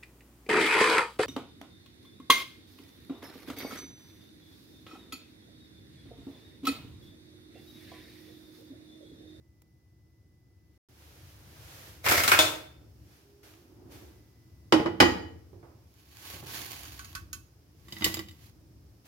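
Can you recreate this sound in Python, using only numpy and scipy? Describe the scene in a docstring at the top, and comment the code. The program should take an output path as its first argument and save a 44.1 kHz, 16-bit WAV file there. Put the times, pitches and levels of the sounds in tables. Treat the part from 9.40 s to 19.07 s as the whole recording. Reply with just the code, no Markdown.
"""A plate lands on a stove grate in two booming knocks as fried potatoes are served in a small tiled kitchen.
Before that, a dish is dragged out from among steel ware, which scrapes, clanks and rings.
Afterwards a hand gathers the crackling fries; a few tick back into the pan, the rest drop on the plate.
Each knock is a snap, a clatter and ringing modes; scrape and crackle are noise broken into tiny grains.
Underneath, the hand-held microphone rumbles, a sleeve brushes past and a faint hiss runs on."""
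import sys
import numpy as np
from scipy import signal
from scipy.fft import rfft, irfft, next_fast_len
from scipy.io import wavfile

SR = 44100
rng = np.random.default_rng(int(sys.argv[2]) if len(sys.argv) > 2 else 0)


def generate_wav(sig):
    """Save sig (samples, or channels by samples) to the path in sys.argv[1] as 16-bit PCM at SR."""
    pcm = np.round(np.clip(np.atleast_2d(sig).T, -1, 1) * 32767).astype(np.int16)
    wavfile.write(sys.argv[1], SR, pcm)


N = 426447
DROPOUT_START_S, DROPOUT_END_S = 1.378, 1.487


def from_db(db):
    """Decibels to amplitude."""
    return 10 ** (np.asarray(db) / 20)


def rms(x):
    """Average strength of a signal."""
    return np.sqrt(np.mean(x ** 2) + 1e-20)


def at_hz(points, hz):
    """Read a curve on a log-frequency axis."""
    f, value = np.transpose(points)
    return np.interp(np.log(hz + 1e-9), np.log(f), value)


def panned(x, pan_db):
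    """Lean the sound to the left by pan_db."""
    return x * from_db([[pan_db / 2], [-pan_db / 2]])


# Stereo image, how alike left and right are: (frequency [Hz], correlation [0-1])
STEREO_LIKENESS = [(100, .97), (320, .92), (600, .4), (1100, .02), (2500, 0)]


def noise(colour, size=N):
    """Coloured stereo noise of rms 1, centred in the bass and wide in the treble."""
    padded = next_fast_len(size)
    hz = np.fft.rfftfreq(padded, 1 / SR)
    mid, side = rfft(rng.standard_normal((2, padded)))
    alike = at_hz(STEREO_LIKENESS, hz)
    gain = from_db(at_hz(colour, hz)) * np.minimum(hz / colour[0][0], 1) ** 2
    pair = np.sqrt(1 + alike) * mid + np.sqrt(1 - alike) * side * [[1], [-1]]
    x = irfft(gain * pair, padded)[:, :size]
    return x / rms(x)


def strokes(rows, rise_s, fall_s, sag_db_per_s=0):
    """Gestures that swell up to their cue, hold or sag, then die; rise and fall are times per 20 dB."""
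    power = 0
    for start, length, db in rows:
        t = np.arange(N) / SR - start
        fade = np.maximum(-t, 0) / rise_s + np.maximum(t - length, 0) / fall_s
        sag_db = sag_db_per_s * np.clip(t, 0, length)
        power += from_db(db - sag_db - 20 * np.minimum(fade, 10)) ** 2
    return np.sqrt(power)


def grains(per_s, size_db, grain_s):
    """Envelope of many tiny slips or snaps of uneven size, each dying quickly; rms 1."""
    born = rng.random(N) < per_s / SR
    energy = born * from_db(size_db * np.minimum(rng.exponential(1, N), 4)) ** 2
    envelope = np.sqrt(signal.lfilter([1], [1, -np.exp(-2 / (grain_s * SR))], energy + 1e-18))
    return envelope / rms(envelope)


def ringing(modes, t, spread_db=2, waver=0.52, waver_hz=50):
    """Decaying sines that waver with loose contact; high ones reach left and right out of step."""
    hz, db, t60 = np.transpose(modes)[:, :, None]
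    strength = from_db(db + spread_db * rng.standard_normal(hz.shape) - 60 * t / t60)
    apart = np.arccos(at_hz(STEREO_LIKENESS, hz)) * rng.choice([-1, 1], hz.shape)
    knots = rng.standard_normal((len(hz), 2, 128))
    drift = [[np.interp(t * waver_hz, np.arange(len(k)), k) for k in pair] for pair in knots]
    swell, lag = np.transpose(drift, (1, 0, 2))
    envelope = strength * (1 + waver * swell)
    phase = 2 * np.pi * (hz * t + rng.random(hz.shape)) + waver * lag
    return np.array([(envelope * np.sin(phase + side * apart / 2)).sum(0) for side in (1, -1)])


def excite(force, modes):
    """Steady rubbing keeps a body's modes ringing, as strong as the force."""
    x = signal.fftconvolve(force, ringing(modes, np.arange(SR // 4) / SR), axes=1)[:, :N]
    return x * rms(force) / rms(x)


def three_bands(x):
    """Split into thud, ring and crack."""
    edges_hz = [(40, 800), (800, 3200), (3200, 18000)]
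    return [signal.sosfilt(signal.butter(2, e, "band", fs=SR, output="sos"), x) for e in edges_hz]


def blows(hits, colour, modes=(), *, clatter_t60, snap_db, modes_db=0, pan_db=0, snap_s=0.0049):
    """Each blow is a snap of contact, a clatter of crowded modes and, given modes, a lasting ring."""
    out, t = np.zeros((2, N + SR)), np.arange(SR // 2) / SR
    head = t < .025  # levels are set on the first 25 ms
    attack = 1 - np.exp(-t / .0005)
    for time, *band_db in hits:
        envelope = from_db(-60 * t / clatter_t60) + from_db(snap_db) * np.exp(-t / snap_s)
        x = noise(colour, len(t)) * envelope
        if modes:
            ring = ringing(modes, t)
            x = x / rms(x[:, head]) + from_db(modes_db) * ring / rms(ring[:, head])
        start = round(time * SR)
        # the hardness of the contact shares the force between low and high
        for sign, db, band in zip((1, -1, 1), band_db, three_bands(x * attack)):
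            out[:, start:start + len(t)] += sign * from_db(db) * band / rms(band[:, head])
    return panned(out[:, :N], pan_db)


# Tone of the hiss bed: (frequency [Hz], level [dB])
HISS_EQ = [(300, -2.5), (500, -12), (900, -17), (1700, -21), (4000, -24.5), (5200, -18), (8000, -30),
           (13000, -24.5), (16000, -26.5)]


def hiss():
    """A faint bed of air that steps up after the dropout."""
    level_db = np.where(np.arange(N) / SR < DROPOUT_END_S, -75, -66.5)
    return from_db(level_db) * noise(HISS_EQ)


# Cues for a thin whine and a brief hum: (time [s], length [s], level [dB])
WHINE_CUES = [(0, 1.38, -83), (4.75, 0.78, -82)]
HUM_CUES = [(3.9, 0.14, -63.5)]


def faint_tones(whine_hz=1998, hum_hz=405, fade_s=.16):
    """Two faint sines that fade in and out."""
    t = np.arange(N) / SR
    return sum(strokes(cues, fade_s, fade_s) * np.sqrt(2) * np.sin(2 * np.pi * hz * t)
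               for cues, hz in ((WHINE_CUES, whine_hz), (HUM_CUES, hum_hz)))


# Microphone moves: (time [s], length [s], relative level [dB])
MOVE_CUES = [(1.8, 1.86, -53.5), (4.45, 0.35, -54.5), (5.1, 1.35, -56), (7.0, 0.97, -51.5),
             (8.45, 1.08, -54)]
# Low weight of the rumble: (frequency [Hz], level [dB])
RUMBLE_EQ = [(25, -39.5), (45, -11), (65, 5), (110, 4), (180, -8.5), (260, -15.5), (320, -7), (420, -22.5),
             (800, -30), (1500, -45)]


def handling_rumble():
    """A low floor of rumble that swells as the microphone is carried about."""
    held_still = from_db(-60)
    moving = strokes(MOVE_CUES, rise_s=0.41, fall_s=0.17)
    return from_db(-1.48) * np.hypot(held_still, moving) * noise(RUMBLE_EQ)


# Casing ticks: (time [s], thud [dB], ring [dB], crack [dB])
TICK_HITS = [(0.219, -72, -81, -68.5), (4.137, -78, -65.5, -81)]
# Tone of a tick: (frequency [Hz], level [dB])
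TICK_EQ = [(300, 0), (1500, -6), (4000, -6), (9000, -7), (15000, 0)]


def casing():
    """The hand-held casing gives small dry ticks, right at the microphone."""
    return blows(TICK_HITS, TICK_EQ, clatter_t60=0.022, snap_db=-6, pan_db=-0.5, snap_s=.001)


# Sleeve passes: (time [s], length [s], relative level [dB], rise [s])
SLEEVE_CUES = [(1.62, 0.29, -58, 0.27), (2.32, 0.16, -49.5, 0.59), (3.72, 0.051, -61.5, .2),
               (4.032, 0.04, -55, .004), (4.52, 0.033, -52.5, 0.032), (9.655, 0.023, -57.5, 0.015)]
# Finger rubs: (time [s], length [s], level [dB])
FINGER_CUES = [(4.04, 0.071, -72.5), (4.52, 0.12, -53), (9.3, 0.32, -75)]
# Soft bumps: (time [s], thud [dB], ring [dB], crack [dB])
BUMP_HITS = [(3.414, -60, -91, -74), (4.031, -67, -85, -76), (6.13, -53, -74, -78),
             (6.228, -58.5, -58.5, -79), (6.935, -51.5, -62, -67), (7.028, -49, -56.5, -72)]
# Airy cloth, muffled fingers, dull bumps: (frequency [Hz], level [dB])
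SLEEVE_EQ = [(240, -34.5), (400, -3.5), (439, -1.5), (1140, -5.5), (1530, -4), (6150, -8.5), (8110, -14.5),
             (12500, -9.5), (15000, -12.5), (16000, -17)]
FINGER_EQ = [(180, -13), (330, 6), (500, -11.5), (900, -15), (2000, -30.5), (6000, -47.5)]
BUMP_EQ = [(59, -47), (100, 18.5), (202, -10), (339, 4), (2050, -28.5), (2520, -36.5), (6930, -57.5),
           (8180, -49), (14000, -82)]


def hand():
    """The sleeve brushes past, fingers rub on the casing and the hand bumps softly on things."""
    brush_power = sum(strokes([cue], rise_s, fall_s=0.3) ** 2 for *cue, rise_s in SLEEVE_CUES)
    sleeve = panned(np.sqrt(brush_power) * noise(SLEEVE_EQ), pan_db=-0.3)
    fingers = strokes(FINGER_CUES, rise_s=0.54, fall_s=0.23) * noise(FINGER_EQ)
    bumps = blows(BUMP_HITS, BUMP_EQ, clatter_t60=0.63, snap_db=-2, pan_db=-3.5)
    return from_db(-1.73) * sleeve + fingers + from_db(1) * bumps


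# Fries landing in the pan and on the plate: (time [s], thud [dB], ring [dB], crack [dB])
PAN_DROPS = [(7.452, -56, -56, -52), (7.592, -67, -46.5, -49), (7.645, -67, -59, -51),
             (7.7505, -45, -42, -42), (7.9295, -58, -51, -38.5)]
PLATE_DROPS = [(8.483, -56, -58, -58.5), (8.523, -49, -52.5, -42.5), (8.566, -55, -46, -58),
               (8.609, -40, -47.5, -54), (8.621, -40, -34, -54), (8.643, -38.5, -40, -21.5),
               (8.6625, -32, -34, -55.5), (8.741, -47.5, -43, -35), (8.769, -40, -47, -44.5),
               (8.791, -43, -42, -43), (8.885, -78, -57, -54), (8.91, -75, -68, -59)]
# Clatter of pan and plate: (frequency [Hz], level [dB])
PAN_EQ = [(400, -38), (900, -27), (1200, -2), (2800, -13.5), (6500, -7.5), (8000, -15), (12500, -9),
          (16000, -21)]
PLATE_EQ = [(60, 12), (320, 0.5), (600, -7.5), (1170, -8), (1500, -11.5), (2000, -7), (5000, -10),
            (8500, -17.5), (14000, -14)]
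# Their resonances: (frequency [Hz], level [dB], t60 [s])
PAN_RING = [(61.5, 4, 1), (1117, 1.5, 0.17), (1250, -26, 0.16), (1502, 4.5, 0.18), (2620, -7, 0.29),
            (3120, -4, 0.16), (4226, 2, 0.11), (4630, 10, 0.041), (6520, -22, 0.23), (6640, 6.5, 0.1),
            (9800, -6, 0.11), (12300, -31, 0.08)]
PLATE_RING = [(89.3, -3.5, 0.63), (199.7, -6.5, 0.43), (324.4, 2.5, 0.32), (1150, 2, 0.071),
              (1954, -3, 0.22), (2020, 0.5, 0.1), (2990, 7.5, 0.04), (3740, 1.5, 0.072), (4860, 6.5, 0.047),
              (4910, 1.5, 0.05), (6770, -2.5, 0.051), (7500, 1.5, 0.047), (12500, -6, 0.09)]


def falling_fries():
    """Strays tick back into the pan, then the handful patters on the plate."""
    pan = blows(PAN_DROPS, PAN_EQ, PAN_RING, clatter_t60=0.17, snap_db=5, modes_db=-0.5, pan_db=-3.5)
    plate = blows(PLATE_DROPS, PLATE_EQ, PLATE_RING,
                  clatter_t60=0.18, snap_db=1, modes_db=1.5, pan_db=-1)
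    return from_db(-1.5) * (pan + plate)


# The fries are squeezed or dropped, then settle: (time [s], length [s], relative level [dB])
CRACKLE_CUES = [(6.6, 0.031, -63), (6.78, 0.044, -57), (6.88, 0.12, -43), (7.16, 0.64, -37.5),
                (8.67, .07, -41), (9.04, 0.044, -56.5)]
# Crisp tone of the crusts: (frequency [Hz], level [dB])
CRUST_EQ = [(180, -19), (300, -8.5), (584, -12.5), (801, -7.5), (1360, -8), (1460, -13.5), (1580, -7.5),
            (3030, -6), (6740, -10.5), (8220, -18), (11500, -9.5), (14200, -11), (16000, -14)]


def crackling_fries():
    """Crisp fries rub and snap against the pan, which rings faintly in all but its deepest mode."""
    rubbing = noise(CRUST_EQ) * grains(per_s=970, size_db=1, grain_s=0.0092)
    snaps = noise(CRUST_EQ) * grains(per_s=140, size_db=5, grain_s=0.0018)
    squeeze = strokes(CRACKLE_CUES, rise_s=0.19, fall_s=0.048, sag_db_per_s=31.5)
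    crackle = squeeze * (rubbing + from_db(-8) * snaps)
    pan_ring = excite(crackle, PAN_RING[1:])
    return panned(from_db(-2) * crackle + from_db(-15) * pan_ring, pan_db=-2.5)


# The dish is pushed, catches at once and slides to rest: (time [s], length [s], relative level [dB])
SCRAPE_CUES = [(2.665, .11, -19.5), (2.9, .08, -27.5)]
# Clanks of lid and pot: (time [s], thud [dB], ring [dB], crack [dB])
LID_CLANKS = [(2.663, -39, -23, -32.5), (2.691, -33.5, -31.5, -28), (2.711, -26, -29, -22.5),
              (2.8, -38.5, -34.5, -30), (2.835, -34, -32.5, -23.5), (2.877, -28.5, -25, -19.5),
              (2.9165, -28, -14, -21.5), (2.935, -35.5, -21, -33)]
POT_CLANKS = [(2.989, -20.5, -19, -15.5)]
# Rasp of the scrape, clatter of lid and pot: (frequency [Hz], level [dB])
SCRAPE_EQ = [(35, -39.5), (60, -6.5), (94, -5), (217, -23.5), (308, -1.5), (389, -17.5), (553, -1),
             (862, -7.5), (1700, -7.5), (2140, 0.5), (2710, -12), (5330, -11), (9130, -19), (13600, -11),
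             (16000, -20.5)]
LID_EQ = [(59, -49.5), (100, -15), (202, -27), (398, -11), (502, -23.5), (1330, -9), (3470, -19.5),
          (5080, -22.5), (16000, -26.5)]
POT_EQ = [(59, -47), (100, -9.5), (193, -29.5), (302, -10.5), (461, -6.5), (634, -8), (2930, -12.5),
          (3620, -11.5), (16000, -22.5)]
# Steel resonances: (frequency [Hz], level [dB], t60 [s])
LID_RING = [(1328, 5, 0.11), (1420, 1, 0.07), (1578, -2.5, 0.24), (2127, -6, .2), (2250, -2.5, 0.09),
            (2500, -9.5, 0.23), (2760, -7, 0.18), (4290, -8.5, 0.1), (5010, -12.5, .12), (7290, -15, .15)]
POT_RING = [(313, -10.5, .35), (563, -7, 0.25), (622, -2, .26), (1330, -7.5, 0.16), (1480, -6.5, .2),
            (1535, 1.5, 0.23), (2540, -7.5, .25), (3410, -1.5, 0.076), (3567, -1, 0.25), (3672, -5, .13),
            (4160, -14, .25), (6620, -13, 0.21), (7740, -19.5, 0.34)]


def steel_ware():
    """A dish drags along a steel lid in rough slips that keep it ringing, jolts it and knocks a pot."""
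    push = strokes(SCRAPE_CUES, rise_s=.02, fall_s=.14)
    scrape = push * noise(SCRAPE_EQ) * grains(per_s=500, size_db=2.5, grain_s=0.0079)
    lid = blows(LID_CLANKS, LID_EQ, LID_RING, clatter_t60=0.22, snap_db=-4.5, modes_db=-5.5, pan_db=1)
    pot = blows(POT_CLANKS, POT_EQ, POT_RING, clatter_t60=0.34, snap_db=2, modes_db=1, pan_db=1)
    return from_db(-3) * scrape + from_db(-14.5) * excite(scrape, LID_RING) + from_db(-4) * (lid + pot)


# Two knocks with their rebounds: (time [s], thud [dB], ring [dB], crack [dB])
GRATE_KNOCKS = [(5.323, -16.5, -20, -28), (5.337, -23.5, -37, -42.5), (5.395, -24, -43, -53.5),
                (5.459, -26, -34, -51.5), (5.602, -16, -14.5, -19.5), (5.623, -15.5, -25.5, -35)]
# Clatter of plate on grate: (frequency [Hz], level [dB])
GRATE_EQ = [(65, -9), (90, -10.5), (200, -1.5), (400, -3), (700, -4), (2000, -10.5), (2750, -16),
            (3050, -8), (3400, -16.5), (4500, -17.5), (4950, -11.5), (5500, -19.5), (8000, -28.5),
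            (15000, -33.5)]
# Resonances, from low boom to bright clink: (frequency [Hz], level [dB], t60 [s])
GRATE_RING = [(84, -5.5, 0.96), (193.7, -2, 0.52), (254.8, -8, 0.52), (320, 7.5, 0.29), (340, 3, 0.3),
              (448.5, -4.5, 0.73), (624.6, -12.5, 0.23), (844.7, -4.5, 0.37), (966, 1, 0.12),
              (1180, -13.5, .2), (1225, -6, 0.19), (1463, -12, .3), (1885, -7.5, 0.35), (1967, -6, 0.32),
              (2490, -9, .18), (2970, 4, 0.14), (3090, -13, 0.22), (3880, -24, 0.23), (4760, -13.5, 0.29),
              (5315, -14.5, .15), (6722, -16, 0.37)]


def plate_on_grate():
    """One edge of the plate lands and rocks, then the other; the stove top booms beneath."""
    knocks = blows(GRATE_KNOCKS, GRATE_EQ, GRATE_RING, clatter_t60=0.13, snap_db=-5.5, modes_db=-1.5)
    return from_db(-2.14) * knocks


# Reverb time of the tiled room: (frequency [Hz], t60 [s])
KITCHEN_DECAY = [(80, .7), (300, 0.68), (1000, .52), (3500, .48), (7000, 0.39), (14000, 0.44)]


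def kitchen(send, build_s=0.0033):
    """Dense echoes off the tiles build up quickly and die sooner in the treble."""
    t, hz = np.arange(SR) / SR, np.fft.rfftfreq(SR, 1 / SR)
    white = rfft(noise([(20, 0), (20000, 0)], SR))
    tail = 0
    for centre, t60 in KITCHEN_DECAY:
        band = at_hz([(f, f == centre) for f, _ in KITCHEN_DECAY], hz)
        tail += irfft(white * band, SR) * from_db(-60 * t / t60)
    tail *= (1 - np.exp(-t / build_s)) ** 2
    return signal.fftconvolve(send, tail / (rms(tail) * np.sqrt(SR)), axes=1)[:, :N]


def scene():
    """Mix the layers; the steel ware stands farthest off and so sounds wettest."""
    steel, plate = steel_ware(), plate_on_grate()
    near = crackling_fries() + falling_fries() + hand()
    echoes = kitchen(from_db(-8) * steel + from_db(-9.5) * plate + from_db(-14.5) * near)
    background = handling_rumble() + hiss() + faint_tones() + casing()
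    return background + echoes + near + steel + plate


# Tonal tilt between the two microphones: (frequency [Hz], left minus right [dB])
STEREO_TILT = [(120, 2.5), (200, -2.5), (310, -6.5), (520, -0.5), (1100, 0), (2500, -0.5), (14000, -2)]


def record(dry):
    """Tilt left against right, cut the deepest bass, clip peaks, drop out briefly and cut the top."""
    size, t = next_fast_len(N + SR), np.arange(N) / SR
    lean_db = at_hz(STEREO_TILT, np.fft.rfftfreq(size, 1 / SR))
    x = irfft(rfft(dry, size) * from_db([lean_db / 2, -lean_db / 2]), size)[:, :N]
    low_cut = signal.butter(4, 48, "high", fs=SR, output="sos")
    high_cut = signal.ellip(10, .1, 80, 16000, fs=SR, output="sos")
    gate = (t < DROPOUT_START_S) | (t > DROPOUT_END_S)
    x = np.clip(signal.sosfilt(low_cut, x), -1, 1) * gate
    return signal.sosfilt(high_cut, x)


dry = scene()
out = record(dry)
generate_wav(out)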